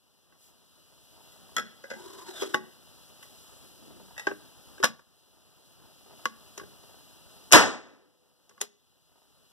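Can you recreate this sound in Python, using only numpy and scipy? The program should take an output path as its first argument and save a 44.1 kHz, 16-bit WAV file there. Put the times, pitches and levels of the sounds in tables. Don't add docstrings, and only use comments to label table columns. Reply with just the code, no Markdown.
import sys
import numpy as np
from scipy import signal
from scipy.fft import rfft, irfft, next_fast_len
from scipy.io import wavfile
from scipy.ndimage import uniform_filter1d

SR = 44100
rng = np.random.default_rng(int(sys.argv[2]) if len(sys.argv) > 2 else 0)


def wav_out(sig):
    wavfile.write(sys.argv[1], SR, np.round(np.clip(np.atleast_2d(sig).T, -1, 1) * 32767).astype(np.int16))


N = 419818
TOP_HZ = 15350


def amp(db):
    return 10 ** (np.asarray(db) / 20)


def unit_rms(x):
    return x / np.sqrt(np.mean(x ** 2) + 1e-20)


def curve_at(points, hz):
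    freqs, values = np.transpose(points)
    return np.interp(np.log(hz + 1), np.log(freqs + 1), values)


def add(mix, s, sound):
    part = mix[..., round(s * SR):][..., :sound.shape[-1]]
    part += sound[..., :part.shape[-1]]


def equalise(x, eq):
    n = x.shape[-1]
    size = next_fast_len(n + SR // 4)
    gain = amp(curve_at(eq, np.fft.rfftfreq(size, 1 / SR)))
    return irfft(rfft(x, size) * gain, size)[..., :n]


def band(x, edges_hz, order=3):
    return signal.sosfilt(signal.butter(order, edges_hz, "bandpass", fs=SR, output="sos"), x)


def resonate(x, hz, width_hz):
    carrier = np.exp(2j * np.pi * np.cumsum(hz * np.ones(len(x))) / SR)
    pole = np.exp(-np.pi * width_hz / SR)
    baseband = signal.lfilter([(1 - pole) ** 2], [1, -2 * pole, pole * pole], x / carrier)
    return unit_rms((carrier * baseband).real)


def drift(per_s):
    knots = rng.standard_normal(2000)
    return unit_rms(np.interp(np.arange(N) / SR * per_s, np.arange(len(knots)), knots))


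def decay(t, t60):
    return np.exp(-np.log(1000) * t / t60)


def swell(middle_s, length_s):
    return np.cos(np.pi * np.clip((np.arange(N) / SR - middle_s) / length_s, -.5, .5)) ** 2


def diffuse(size):
    # frequency in Hz, correlation (capped at 1 below).
    likeness = [(50, 1.2), (400, 0.95), (1500, 1.13), (5000, 1.34), (9000, 0.5), (15000, 0.8)]
    n = next_fast_len(size)
    left, other = rfft(rng.standard_normal((2, n)))
    same = np.clip(curve_at(likeness, np.fft.rfftfreq(n, 1 / SR)), 0, 1)
    right = same * left + np.sqrt(1 - same ** 2) * other
    return irfft(np.array([left, right]), n)[:, :size]


def background(wash_db=-58, hiss_db=-57):
    # frequency in Hz, level in dB.
    air_eq = [(25, -7), (60, 2), (130, 0), (350, -5), (800, -9.5), (1400, -11), (2200, -19), (2900, -4.5),
              (3500, -9), (4300, -7), (7500, -14.5), (9500, -12.5), (12500, -14), (15000, -20)]
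    air = equalise(diffuse(N), air_eq)
    wash = amp(wash_db + 1.1 * drift(per_s=14)) * unit_rms(band(air, [25, 1800]))
    hiss = amp(hiss_db + .47 * drift(per_s=15)) * unit_rms(band(air, [1800, 17000]))
    return wash + hiss


def reverb_tail(decay_times):
    hz, t, spectra = signal.stft(diffuse(SR), SR, nperseg=256)
    fade = decay(t, curve_at(decay_times, hz)[:, None])
    tail = signal.istft(spectra * fade, SR, nperseg=256)[1][:, :SR]
    return tail / np.linalg.norm(tail[0])


def room(direct, send, bench_db=-15, bench_delays_s=(.0031, .0033), build_s=.014):
    # frequency in Hz, t60 in seconds.
    decay_times = [(60, 0.21), (200, 0.44), (500, .43), (1500, .41), (4000, 0.63), (8000, .32),
                   (11000, 0.24), (14000, 0.27)]
    # frequency in Hz, gain in dB.
    return_eq = [(60, -8.5), (170, -2.5), (280, -3), (420, -11), (800, -15), (2000, -17), (6000, -17),
                 (14000, -24)]
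    t = np.arange(SR) / SR
    response = equalise(reverb_tail(decay_times), return_eq) * (1 - np.exp(-t / build_s))
    bounce = np.array([np.pad(direct, (round(s * SR), 0))[:N] for s in bench_delays_s])
    reverb = signal.fftconvolve(send[None], response, axes=1)[:, :N]
    return direct + amp(bench_db) * bounce + reverb


def fingers(slips_per_s=55, spread_db=1.86, resting_db=-67):
    # middle in seconds, length in seconds, level in dB.
    grips = [(1.248, .4, -69), (3.95, .5, -65.5), (6.12, .3, -62), (6.9, .3, -62), (8.25, .5, -73.5),
             (9.194, .3, -60.5)]
    slipping = rng.random(N) < slips_per_s / SR
    slips = slipping * amp(spread_db * np.minimum(rng.exponential(1, N), 3))
    t = np.arange(SR // 20) / SR
    tick = band(rng.standard_normal(len(t)) * decay(t, .053), [300, 950], order=2)
    pressure = amp(resting_db) + sum(amp(db) * swell(s, length) for s, length, db in grips)
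    return pressure * unit_rms(signal.oaconvolve(slips, tick)[:N])


def hand_brushes():
    # middle and length in seconds, level in dB, low and high edge in Hz.
    strokes = [(0.45, 0.21, -51, 2480, 14000), (3.512, 0.98, -60, 2520, 12000),
               (3.923, 0.51, -53.5, 50, 400), (6.65, .14, -54, 60.4, 300)]
    return sum(amp(db) * swell(s, length) * unit_rms(band(rng.standard_normal(N), edges, order=2))
               for s, length, db, *edges in strokes)


def ringing(modes, t):
    return sum((-1) ** k * amp(db) * decay(t, t60) * np.sin(2 * np.pi * hz * t)
               for k, (hz, db, t60) in enumerate(modes))


def strike(hits, modes, bands_db, chatter_t60, send_db, dense_db=-8, rise_s=.0004, glancing=.4):
    hit_bands = [(115, 600), (600, 2200), (2200, 6500), (6500, 12300)]
    # pitch in Hz, level in dB, t60 in seconds.
    frame_modes = [(81, -28.5, 0.16), (140, -29.5, 0.055), (223, -28, 0.27), (314, -22.5, 0.038),
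                   (497, -18.5, .08)]
    out, t = np.zeros(N), np.arange(SR // 4) / SR
    ring = ringing(modes, t) + ringing(frame_modes, t)
    crack = amp(2) * decay(t, .0076)
    chatter = amp(-3) * decay(t, chatter_t60)
    dense = amp(dense_db) * decay(t, .14)
    hardest_db = max(row[1] for row in hits)
    for s, level_db, tilt_db in hits:
        attack_s = rise_s * amp(glancing * (hardest_db - level_db))
        noise = (crack + chatter + dense) * rng.standard_normal(len(t))
        hit = (ring + noise) * (1 - np.exp(-t / attack_s)) ** 2
        for k, (edges, band_db) in enumerate(zip(hit_bands, bands_db)):
            layer = band(hit, edges)
            layer *= np.sqrt(SR / 100) / np.linalg.norm(layer)
            add(out, s, amp(level_db + band_db + tilt_db * (k - 1)) * layer)
    return np.array([out, amp(send_db) * out])


def shell_taps():
    # start in seconds, level in dB, treble tilt in dB per band.
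    taps = [(1.318, -66.5, 10), (1.5645, -25, 1), (1.5805, -25, -2.5), (1.594, -31.5, 0)]
    # pitch in Hz, level in dB, t60 in seconds.
    modes = [(1311, -4.5, 0.089), (1356, -3, 0.037), (1472, -10, 0.13), (1640, -11.5, 0.12),
             (1750, -10, 0.034), (1959, -5, 0.15), (3280, 1.5, 0.047), (3400, -1.5, 0.042),
             (3520, -2.5, 0.028), (4270, -3, .04), (5310, -3, 0.048), (6360, -12, 0.065), (6870, -4, .04),
             (7360, -6, 0.037)]
    return strike(taps, modes, bands_db=(-12.5, 2.5, -2, -11), chatter_t60=.024, send_db=5.5)


def rim_catches():
    # start in seconds, level in dB, treble tilt in dB per band.
    catches = [(1.838, -40, -3.5), (1.9, -39, 3.5), (1.91, -33, -3), (1.934, -40.5, -2)]
    # pitch in Hz, level in dB, t60 in seconds.
    modes = [(466, -11.5, 0.099), (552, -6, 0.104), (1473, -1, 0.078), (1573, -7, 0.25), (1655, -2, 0.11),
             (1970, -8, 0.12), (2046, -7.5, 0.13), (2120, -14, 0.1)]
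    return strike(catches, modes, bands_db=(-2.5, 1.5, -5.5, -19), chatter_t60=.065, send_db=1)


def tube_bumps():
    # start in seconds, level in dB, treble tilt in dB per band.
    bumps = [(2.419, -28, 0), (2.431, -32.5, -2), (4.798, -43, -6)]
    # pitch in Hz, level in dB, t60 in seconds.
    modes = [(258, -11.5, 0.11), (384.7, 6, 0.23), (480, 0, 0.06), (589, -11.5, 0.08), (1933, -21, 0.1),
             (2220, -21, 0.08), (3800, -16, 0.065), (3900, -17, 0.11)]
    return strike(bumps, modes, bands_db=(3.5, -1.5, -8, -16.5), chatter_t60=.06, send_db=-1.5)


def shell_slide(start_s=1.9, tightest_s=2.419, end_s=2.55, attack_s=.081, release_s=.013,
                bind_db_per_s=140, free_db_per_s=330, rough_db=2.5):
    # time in seconds, pitch in Hz.
    gap_glide = [(1.95, 810), (2.1, 1080), (2.24, 1020), (2.31, 834), (2.37, 560), (2.42, 385)]
    t = np.arange(N) / SR
    gap_hz = np.interp(t, *np.transpose(gap_glide))
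    moving = np.clip(np.minimum((t - start_s) / attack_s, (end_s - t) / release_s), 0, 1)
    binding = amp(-np.maximum(bind_db_per_s * (tightest_s - t), free_db_per_s * (t - tightest_s)))
    friction = rng.standard_normal((4, N)) * amp(rough_db * drift(per_s=97))
    tube_rub, gap_rub, hard_rub, wall_rub = friction
    hum = amp(-50) * resonate(tube_rub, hz=372, width_hz=70)
    gap = amp(-54) * resonate(gap_rub, gap_hz, width_hz=150)
    squeak = amp(-41) * binding * resonate(hard_rub, 2650 + 1.6 * gap_hz, width_hz=260)
    rasp = amp(-46) * binding * resonate(hard_rub, 950 + 1.1 * gap_hz, width_hz=420)
    # frequency in Hz, level in dB.
    scrape_eq = [(100, -9.5), (350, -4), (800, -10.5), (1500, -2.5), (2500, -11), (3700, -4.5), (6000, -8),
                 (9000, -11), (15000, -20.5)]
    scrape = (amp(-52) + amp(-42) * binding) * unit_rms(equalise(wall_rub, scrape_eq))
    return moving * (hum + gap + scrape + squeak + rasp)


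def breech_knocks():
    # start in seconds, level in dB, treble tilt in dB per band.
    knocks = [(0.322, -47.5, 1), (2.5382, -32, -1.5), (2.543, -14.5, -0.5), (3.2258, -48, 10)]
    # pitch in Hz, level in dB, t60 in seconds.
    modes = [(374, -21.5, 0.27), (607, -14, 0.021), (840, -11.5, 0.16), (1114, -2.5, 0.11),
             (1535, 9.5, 0.019), (1760, -7.5, 0.04), (1920, -17, 0.22), (1998, -6.5, 0.066),
             (2150, -17.5, 0.074), (2130, -13.5, 0.034), (2700, -4.5, 0.025), (2925, -4.5, 0.035),
             (3260, -17, 0.023), (3620, -5.5, 0.028), (4425.0, -23.5, 0.025), (6030, -25, 0.043)]
    return strike(knocks, modes, bands_db=(-9.5, -2.5, -11, -23), chatter_t60=.01,
                  send_db=-.5, dense_db=-11.5)


def guide_grazes():
    # start in seconds, level in dB, treble tilt in dB per band.
    grazes = [(4.165, -49, -12.5), (4.178, -38, -1), (4.195, -37, -1)]
    # pitch in Hz, level in dB, t60 in seconds.
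    modes = [(1680, -3.5, 0.025), (1928, -2, 0.06), (2670, -4, 0.06), (3680, -4, 0.031),
             (6094.0, -7, 0.025), (7600, -3, 0.025), (10952.0, -2, 0.025)]
    return strike(grazes, modes, bands_db=(-28, 0, -2, -9.5), chatter_t60=.019, send_db=7.5)


def barrel_thuds():
    # start in seconds, level in dB, treble tilt in dB per band.
    thuds = [(4.269, -20.5, 0.5), (4.302, -47, -10), (4.312, -34, -4.5), (4.778, -49, 5), (6.61, -48.5, -9),
             (6.631, -51, -9)]
    # pitch in Hz, level in dB, t60 in seconds.
    modes = [(311, -12.5, 0.075), (400.6, -8.5, 0.088), (468.0, -17.5, 0.087), (600, -14.5, 0.04),
             (828, -15.5, 0.13), (1120, -7.5, 0.039), (1485, -17.5, 0.047), (1564, 0.5, 0.039),
             (1654, -8, 0.068), (1849.0, -21, 0.1), (1941.0, -21.5, 0.036), (2680, -3, 0.025)]
    return strike(thuds, modes, bands_db=(-4, -.5, -15.5, -34), chatter_t60=.016, send_db=-4.5)


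def latch_snaps():
    # start in seconds, level in dB, treble tilt in dB per band.
    snaps = [(4.828, -23, -1), (4.8355, -15, -3), (4.841, -15, 4.5), (4.8515, -23, 4.5), (4.991, -43, -2)]
    # pitch in Hz, level in dB, t60 in seconds.
    modes = [(505, -20, 0.037), (995, -4.5, 0.014), (1140, -16, 0.091), (1385, -12, 0.06),
             (1540, -0.5, 0.017), (1605, -14.5, 0.059), (1710, -7, 0.043), (3090, -22.5, 0.11),
             (3950, -15, 0.028), (5140, -20.5, 0.062), (5394.0, -32.5, 0.021), (5780, -12, 0.021),
             (7170, -9.5, 0.036), (7540, -9.5, 0.035), (9400, -8.5, 0.033), (9540, -4.5, 0.045)]
    return strike(snaps, modes, bands_db=(-11, -.5, -7.5, -18), chatter_t60=.02,
                  send_db=-4.5, dense_db=-11)


def pawl_clicks():
    # start in seconds, level in dB, treble tilt in dB per band.
    clicks = [(6.2547, -21.5, 0.5), (6.5965, -42, -1), (7.507, -44.5, -1.5), (8.509, -48, -7),
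              (8.577, -43, -3)]
    # pitch in Hz, level in dB, t60 in seconds.
    modes = [(1010, -19, 0.069), (1120, 0, 0.069), (1440, -3, 0.034), (1677.0, 0, 0.025),
             (2050, -8.5, 0.04), (2240, -15, 0.019), (2444.0, -17, 0.025), (2892, -6.5, 0.02477),
             (3370.0, -16.5, 0.025), (4788.0, -22.5, 0.021), (5324.0, -21, 0.022), (6500, -17, 0.023),
             (6960, -12.5, 0.027), (7030, -24, 0.025)]
    return strike(clicks, modes, bands_db=(-10, 1.5, -7, -20.5), chatter_t60=.009,
                  send_db=-4.5, dense_db=-17.5)


def trigger_clicks():
    # start in seconds, level in dB, treble tilt in dB per band.
    clicks = [(6.571, -61, -9), (6.5765, -43, -3.5), (7.515, -33, -3), (7.5205, -36, -3),
              (7.5229, -20.5, 1.5), (8.4925, -48.5, -2.5), (8.604, -42.5, -4.5), (8.61, -35, 1.5),
              (8.6135, -22.5, 0.5), (8.63, -42, -11.5)]
    # pitch in Hz, level in dB, t60 in seconds.
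    modes = [(410, -8, 0.12), (2660, -12, 0.023), (5580, -5.5, 0.023), (6080, -3, 0.016),
             (6500, -9.5, .025), (6930, -1, .022), (7500, -13.5, .035), (7460, -11.5, 0.021),
             (8260, -4.5, 0.019), (9100, -11, .025), (9400, -4, 0.02), (10170, -5, 0.01),
             (10900, -11, .025)]
    return strike(clicks, modes, bands_db=(-3, .5, 6.5, 5), chatter_t60=.015,
                  send_db=-3.5, dense_db=-13)


def striker_spring(start_s=7.53, hz=496, level_db=-43, t60=2.6):
    out, t = np.zeros(N), np.arange(2 * SR) / SR
    add(out, start_s, amp(level_db) * decay(t, t60) * np.sin(2 * np.pi * hz * t))
    return out


def striker_bang(start_s=7.5298, gain_db=-6, attack_s=.0016, body_hz=2200, bloom_s=.0079):
    # frequency in Hz, level in dB.
    bang_eq = [(30, -7), (80, -7.5), (160, -8), (280, 0), (500, -0.5), (1050, 0), (1700, 1), (2400, -6.5),
               (3500, -11), (6500, -12), (8000, -16.5), (11000, -22.5), (15000, -28)]
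    # frequency in Hz, t60 in seconds.
    decay_times = [(60, .4), (200, 1), (500, 0.76), (1500, 0.62), (4000, 0.67), (8000, .55), (11000, 0.3),
                   (14000, .34)]
    out, t = np.zeros((2, N)), np.arange(SR) / SR
    tail = equalise(reverb_tail(decay_times), bang_eq)
    tail /= tail[0, :SR // 20].std()
    body = equalise(tail, [(body_hz, 0), (1.3 * body_hz, -40)])
    bang = (tail - body * np.exp(-t / bloom_s)) * (1 - np.exp(-t / attack_s))
    early_lift = 1 + amp(6) * decay(t, .14)
    add(out, start_s, amp(gain_db) * bang * early_lift)
    return out


def scene():
    loading = shell_taps() + rim_catches() + tube_bumps() + breech_knocks()
    closing = guide_grazes() + barrel_thuds() + latch_snaps()
    firing = pawl_clicks() + trigger_clicks()
    rubbing = shell_slide() + fingers() + hand_brushes()
    direct, send = loading + closing + firing + rubbing
    return room(direct, send) + striker_bang() + striker_spring() + background()


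def power_db(pair, window):
    return 10 * np.log10(abs(uniform_filter1d((pair ** 2).mean(0), size=window)) + 1e-12)


def gain_control(pair, threshold_db=-37, slope=.8, range_db=22, start_db=14,
                 fall_db_per_s=62, recover_db_per_s=10):
    t = np.arange(N) / SR
    fall, recovery = fall_db_per_s * t, recover_db_per_s * t
    treble = band(pair, [3600, TOP_HZ], order=2)
    over_db = np.clip(slope * (power_db(treble, window=660) - threshold_db), 0, range_db)
    held_db = np.maximum(np.maximum.accumulate(over_db + recovery), start_db) - recovery
    duck_db = np.minimum.accumulate(held_db - fall) + fall
    return pair / amp(duck_db)


def limiter(pair, ceiling_db=-6, recover_db_per_s=260):
    recovery = np.arange(N) * recover_db_per_s / SR
    held_db = np.maximum.accumulate(power_db(pair, window=300) + recovery) - recovery
    over_db = np.maximum(held_db - ceiling_db, 0)
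    return pair / amp(uniform_filter1d(over_db, size=100))


def record(dry, drive=.95):
    # frequency in Hz, left minus right in dB.
    balance = [(60, .2), (250, 1.7), (1000, 0.31), (3000, 0.43), (8000, 2.9), (14000, 2.6)]
    # frequency in Hz, lag in seconds.
    port_lag = [(200, .0006), (600, .00058), (1300, .0004), (2200, .00045), (16000, .00045)]
    size = next_fast_len(N + SR)
    hz = np.fft.rfftfreq(size, 1 / SR)
    lean = amp(curve_at(balance, hz) / 2)
    delay = np.exp(-2j * np.pi * hz * curve_at(port_lag, hz))
    ports = np.array([lean, -delay / lean])
    pair = irfft(rfft(dry, size) * ports, size)[:, :N]
    clipped = np.clip(drive * limiter(gain_control(pair)), -1, 1)
    high_cut = signal.firwin(255, TOP_HZ, window=("kaiser", 8), fs=SR)
    return signal.oaconvolve(clipped, high_cut[None], "same")


dry = scene()
out = record(dry)
wav_out(out)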